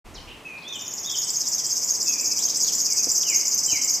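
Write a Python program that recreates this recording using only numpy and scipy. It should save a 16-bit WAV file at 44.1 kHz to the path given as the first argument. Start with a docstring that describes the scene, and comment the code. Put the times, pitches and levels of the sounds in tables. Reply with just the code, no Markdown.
"""A soft rush of air comes first, with a brief rumble of wind and birds whistling far off in a wood.
Then a river warbler starts its shuttling trill close by: three syllables over and over, each a buzz
of tiny falling tones closed by a pure note. The ground and the leaves scatter its song.
Near the end come two dull knocks and a dry tick. The birds are made of tones that slide in pitch;
the air and the knocks are made of filtered noise."""
import sys
import numpy as np
from scipy import signal
from scipy.fft import rfft, irfft
from scipy.io import wavfile
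from scipy.ndimage import uniform_filter1d

SR = 44100
rng = np.random.default_rng(int(sys.argv[2]) if len(sys.argv) > 2 else 0)


def master(y):
    """Save y as 16-bit WAV."""
    cut = np.clip(np.atleast_2d(y).T, -1, 1)
    pcm = np.round(cut * 32767)  # scale
    wavfile.write(sys.argv[1], SR, pcm.astype(np.int16))


N = 176400
T = np.arange(N) / SR


def from_db(db):
    return 10 ** (np.asarray(db) / 20)


def rms_one(x):
    """Scale a sound to an average power of one."""
    return x / np.sqrt(np.mean(x ** 2) + 1e-20)


def band(x, low_hz, high_hz):
    return signal.sosfilt(signal.butter(2, [low_hz, high_hz], "band", fs=SR, output="sos"), x)


def add(out, start_s, x):
    """Mix x into out from the given time on."""
    i = int(np.clip(start_s * SR, 0, N))
    out[..., i:i + x.shape[-1]] += x[..., :N - i]


def stereo(mid, side):
    """Make left and right from what they share (mid) and what sets them apart (side)."""
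    return np.array([mid + side, mid - side])


def coloured(x, points):
    """Make some frequencies louder and others softer, along a curve of (frequency [Hz], gain [dB])."""
    hz, db = np.transpose(points)
    spectrum_hz = np.arange(N // 2 + 1) * SR / N
    gain_db = np.interp(np.log(spectrum_hz + 1), np.log(hz), db)
    return irfft(rfft(x) * from_db(gain_db), N)


def air():
    """Air rushes softly through the wood; wind rumbles on the microphone, and later a low rush swells."""
    # tone colour of the rush: (frequency [Hz], gain [dB])
    colour = [(30, -34), (55, -23), (90, -1.5), (160, 0), (300, 2), (550, -2.5), (1050, -1.5), (1450, -9),
              (2300, -7), (3600, -14.5), (8000, -18.5), (15000, -28)]
    # how wide the rush sounds: (frequency [Hz], side gain [dB])
    width = [(40, -6), (125, -39.5), (300, -24), (700, -11), (1500, -13.5), (12000, -18)]
    # loudness of the rush: (time [s], level [dB])
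    rush_levels = [(0, -46.5), (2.3, -46), (4, -45.5)]
    # loudness of the wind rumble: (time [s], level [dB])
    rumble_levels = [(0, -49), (.15, -47.5), (.32, -47.5), (.42, -64), (.56, -65), (.63, -77)]
    # loudness of the low swell: (time [s], level [dB])
    swell_levels = [(1.5, -69), (2.0, -49.5), (2.65, -52), (3.3, -56), (4, -61)]
    mid, side, low, gust, gust_side = rng.standard_normal((5, N))
    rush = stereo(coloured(mid, colour), coloured(coloured(side, width), colour))
    rumble = band(stereo(gust, .55 * gust_side), low_hz=22, high_hz=73.5)
    swell = band(low, low_hz=196, high_hz=490)
    layers = (rush, rush_levels), (rumble, rumble_levels), (swell, swell_levels)
    return sum(rms_one(x) * from_db(np.interp(T, *np.transpose(levels))) for x, levels in layers)


def calls(table, tremble_hz, smooth_s):
    """Sliding tones whose pitch strays at random by about tremble_hz; a wide, fast tremble rasps."""
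    out = np.zeros(N)
    tremble = tremble_hz * rms_one(uniform_filter1d(rng.standard_normal(N), size=int(smooth_s * SR)))
    for points in table:
        times, hz, db = np.transpose(points)
        on = (T >= times[0]) & (T < times[-1])
        pitch = uniform_filter1d(np.interp(T[on], times, hz), size=400) + tremble[on]
        envelope = from_db(np.interp(T[on], times, db)) * signal.windows.tukey(len(pitch), .15)
        out[on] += np.sqrt(2) * envelope * np.sin(2 * np.pi * np.cumsum(pitch) / SR)
    return out


def foliage(x, fade_s, width, build_s=.00027):
    """Countless tiny echoes off leaves and trunks build up, then fall by 60 dB in fade_s."""
    t = np.arange(SR) / SR
    mid, side = rng.standard_normal((2, SR)) * from_db(-60 * t / fade_s) * (1 - np.exp(-t / build_s))
    echoes = stereo(mid, width * side) / np.linalg.norm(mid)
    return signal.fftconvolve(x[None], echoes, axes=1)[:, :N]


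def far_birds():
    """Far chips and whistles echo in the wood; a piping bird is deepest in it and echoes longest."""
    # raspy chips, one list each: (time [s], pitch [Hz], relative level [dB])
    chips = [
        [(.14, 6990, -48), (.152, 5380, -40.5), (.175, 3750, -44)],
        [(.27, 2786, -44), (.33, 2893, -41.5)],
        [(.45, 6200, -57), (.52, 6500, -58.5)],
        [(.575, 3840, -46), (.59, 5260, -51)],
        [(.622, 3550, -40), (.638, 5400, -53)],
        [(2.385, 3000, -42.5), (2.42, 4380, -40)],
        [(2.475, 2905, -42), (2.505, 4500, -39)],
        [(2.64, 4750, -25), (2.665, 4120, -43), (2.68, 3420, -42.5), (2.705, 2880, -39)],
    ]
    # pure whistles, one list each: (time [s], pitch [Hz], relative level [dB])
    whistles = [
        [(.15, 4290, -45), (.172, 3350, -49), (.19, 2900, -36)],
        [(.635, 3200, -46), (.675, 3550, -36), (.708, 3676, -32), (.745, 3270, -37.5), (.78, 2864, -32.5)],
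        [(1.04, 3330, -40.5), (1.077, 3770, -32), (1.10, 3200, -32.5), (1.125, 3590, -39), (1.16, 2905, -27)],
        [(1.43, 4080, -48), (1.475, 3200, -52)],
        [(1.56, 4080, -56), (1.61, 3050, -44.5)],
        [(1.65, 3060, -50), (1.71, 3580, -54)],
        [(1.75, 4050, -51), (1.78, 3170, -59)],
        [(1.88, 3350, -61), (1.915, 3690, -54)],
        [(2.05, 3660, -52), (2.125, 3190, -53)],
        [(2.85, 2950, -55), (2.89, 2450, -51), (2.94, 2130, -43)],
        [(2.965, 2630, -46), (3.02, 2410, -50)],
        [(3.245, 3040, -45), (3.272, 2925, -33), (3.30, 2488, -37), (3.34, 2070, -30)],
        [(3.675, 3130, -39), (3.708, 2990, -33), (3.73, 2457, -37), (3.775, 2080, -29)],
        [(3.66, 3940, -57), (3.74, 4010, -42)],
    ]
    # sagging notes of the piping bird, one list each: (time [s], pitch [Hz], level [dB])
    pipes = [
        [(.448, 2605, -38), (.475, 2573, -40), (.55, 2372, -41.5)],
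        [(2.055, 2614, -47), (2.11, 2583, -42.5), (2.17, 2351, -47.5), (2.29, 2320, -55.5)],
    ]
    chorus = calls(whistles, tremble_hz=38.5, smooth_s=.0012)
    chorus += calls(chips, tremble_hz=338, smooth_s=.00067)
    piping = calls(pipes, tremble_hz=36, smooth_s=.0012)
    chorus_echo = from_db(.5) * foliage(chorus, fade_s=.71, width=.45, build_s=.0009)
    piping_echo = from_db(1.5) * foliage(piping, fade_s=1.35, width=.45, build_s=.0009)
    return from_db(-3) * (chorus + chorus_echo) + piping + piping_echo


def voice(hz, envelope):
    """Two rows: a sliding tone, and its octave, which the open beak lets through in one high band."""
    beak_hz, beak_width_hz = 13700, 1840
    phase = 2 * np.pi * (np.cumsum(hz) / SR + rng.random())
    octave_gain = from_db(-21) * np.exp(-.5 * ((2 * hz - beak_hz) / beak_width_hz) ** 2)
    return np.sqrt(2) * envelope * np.array([np.sin(phase), octave_gain * np.sin(2 * phase)])


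def add_buzz(out, end_s, db, count):
    """Tiny falling tones (sweeps) come so fast that they blur into a buzz; the last is at end_s."""
    swell_db, deepen_hz = 2.5, 423  # later sweeps grow a little louder and reach lower
    shy_db = max(-25 - db, 0)  # how far below full voice; soft buzzes start lower and stop higher
    gap_s = .0036 * (1 + .05 * rng.standard_normal())  # each buzz has a pace of its own
    for k, (late, loud, sharp, slow) in enumerate(rng.standard_normal((count, 4))):
        along = k / (count - 1)
        level_db = db + 2 + swell_db * (along - .5) + 1.63 * loud
        if k == 0:  # the opening sweep is shallow, slow and a little softer
            top_hz, bottom_hz, usual_s = 6350, 5700, .005
            level_db -= 3
        else:
            top_hz = 8087 - 80 * shy_db
            bottom_hz = 4750 - deepen_hz * along + 62 * shy_db
            usual_s = .0028
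        length_s = usual_s * np.exp(.18 * slow)
        progress = np.linspace(0, 1, int(length_s * SR))
        pitch = bottom_hz + (top_hz - bottom_hz) * (1 - progress) ** 1.25 + 136 * sharp
        envelope = from_db(level_db) * signal.windows.tukey(len(pitch), .65)
        centre_s = end_s - (count - 1 - k) * gap_s + .00015 * late
        add(out, centre_s - length_s / 2, voice(pitch, envelope))


def warbler():
    """The bird sings rounds of three syllables, each a buzz and then a note that drops and levels off."""
    # rounds of the song, whose three notes are a sharp one, a long one and a flick: (time [s],
    # buzz level [dB], sharp pitch [Hz], sharp level [dB], long pitch [Hz], long level [dB],
    # flick level [dB]); the syllables add their boosts to these levels
    rounds = [(0.7578, -36.5, 7150, -32.5, 7000, -30.5, -29.5),
              (0.9385, -31.5, 6770, -24.5, 6660, -28, -29.5), (1.1244, -25, 7024, -26.5, 6680, -19, -30.5),
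              (1.3052, -23.5, 7300, -20, 6460, -19.5, -56), (1.487, -23.8, 7190, -20, 6320, -19, -37),
              (1.6666, -23, 7430, -20.5, 6350, -19, -36), (1.8459, -22.5, 7020, -19, 6380, -16, -34.5),
              (2.0297, -21.5, 7220, -18.5, 6500, -18, -41), (2.212, -21, 7230, -19.5, 6550, -21.5, -34),
              (2.3925, -21.5, 7280, -19.5, 6340, -17, -41), (2.5729, -20, 7630, -19, 6670, -16.5, -33.5),
              (2.7525, -19.5, 7150, -18.5, 6580, -18.5, -49), (2.9338, -19.5, 7710, -21, 6400, -19, -33),
              (3.1176, -19.5, 7240, -16, 6290, -16.5, -54), (3.2999, -21.1, 7090, -16.5, 6470, -13.5, -35),
              (3.4815, -21, 6900, -18, 6240, -16.5, -32), (3.6628, -20.5, 7400, -17, 6430, -16, -33),
              (3.8457, -20.5, 7180, -18.5, 6550, -17, -37)]
    # syllables, timed from the start of a round's list entry: (buzz end [s], sweeps [count],
    # buzz boost [dB], note centre [s], note length [s], note fall [Hz], note boost [dB])
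    syllables = [(-.009, 7, .5, .0004, .008, 1730, 2), (.0542, 8, 1, .0635, .015, 750, 0),
                 (.1135, 7, 1, .1235, .007, 1200, 6)]
    # the flick jumps up once the song is under way: (time [s], pitch [Hz])
    flick_pitch = [(.94, 6640), (1.12, 7855)]
    out = np.zeros((2, N))
    add_buzz(out, end_s=.69, db=-39, count=4)  # a lone, shy buzz comes first
    round_times, buzz_levels = np.transpose(rounds)[:2]
    middle_buzz_times = round_times + syllables[1][0]
    for time_s, _, sharp_hz, sharp_db, long_hz, long_db, flick_db in rounds:
        flick_hz = np.interp(time_s, *np.transpose(flick_pitch))
        notes = (sharp_hz, sharp_db), (long_hz, long_db), (flick_hz, flick_db)
        for syllable, (note_hz, note_db) in zip(syllables, notes):
            end_s, sweeps, buzz_boost, centre_s, length_s, fall_hz, note_boost = syllable
            buzz_db = np.interp(time_s + end_s, middle_buzz_times, buzz_levels)
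            add_buzz(out, time_s + end_s, buzz_db + buzz_boost, sweeps)
            progress = np.linspace(0, 1, int(length_s * SR))
            pitch = note_hz + fall_hz * ((1 - progress) ** 3 - .5 ** 3)  # passes note_hz halfway
            envelope = from_db(note_db + note_boost) * signal.windows.tukey(len(pitch), .7)
            add(out, time_s + centre_s - length_s / 2, voice(pitch, envelope))
    return out


def thicket(tone, octave):
    """Shaped by throat and beak, the song arrives directly, off the ground and through the leaves."""
    # what the throat and beak let through: (frequency [Hz], gain [dB])
    throat = [(3800, -21.5), (4350, -16), (4750, -2), (5200, 1), (5600, -4), (6400, -2.5), (7600, -3.5),
              (8500, -3.5), (9500, 5.5)]
    # echo off the ground: (delay [s], gain [dB])
    bounces = [(.0113, -16)]
    tone = coloured(tone, throat)
    ground = sum(from_db(db) * np.pad(tone, (int(delay * SR), 0))[:N] for delay, db in bounces)
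    head_angle = .93 * T  # in radians; the echoes shift as the bird turns its head
    aims = np.cos(head_angle), np.sin(head_angle)
    leaves = from_db(-1) * sum(foliage(tone * aim, fade_s=.32, width=.25) for aim in aims)
    wood = from_db(-10.5) * foliage(tone, fade_s=.55, width=.25)
    # the octave leaves the beak as a narrow beam, so most of it arrives off the leaves
    octave_echo = from_db(3) * foliage(octave, fade_s=.25, width=.56)
    return tone + ground + leaves + wood + octave + octave_echo


def knocks():
    """Two soft, dull knocks: bursts of low noise that die away quickly."""
    # the knocks: (time [s], level [dB])
    hits = [(3.073, -33), (3.729, -32.5)]
    decay_s = .014
    out, t = np.zeros(N), np.arange(SR // 5) / SR
    for time_s, db in hits:
        thud = rms_one(band(rng.standard_normal(len(t)), low_hz=90, high_hz=436))
        add(out, time_s - .004, from_db(db) * thud * np.exp(-t / decay_s))
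    return out


def tick():
    """One dry tick: a high tone that dies almost as soon as it starts."""
    # the tick: (time [s], peak level [dB])
    hits = [(3.2348, -22.5)]
    pitch_hz, rise_s = 3300, .00036
    out, t = np.zeros(N), np.arange(SR // 5) / SR
    envelope = t / rise_s * np.exp(1 - t / rise_s)
    for time_s, db in hits:
        add(out, time_s, from_db(db) * envelope * np.sin(2 * np.pi * pitch_hz * t))
    return out


def scene():
    return air() + knocks() + tick() + thicket(*warbler()) + far_birds()


def record(dry):
    """The sound fades in after a moment of silence, and everything above 16000 Hz is cut."""
    fade_in = np.interp(T, [.043, .061], [0, 1])
    treble_cut = signal.cheby2(16, 70, 16000, fs=SR, output="sos")
    return signal.sosfilt(treble_cut, dry * fade_in)


dry = scene()
out = record(dry)
master(out)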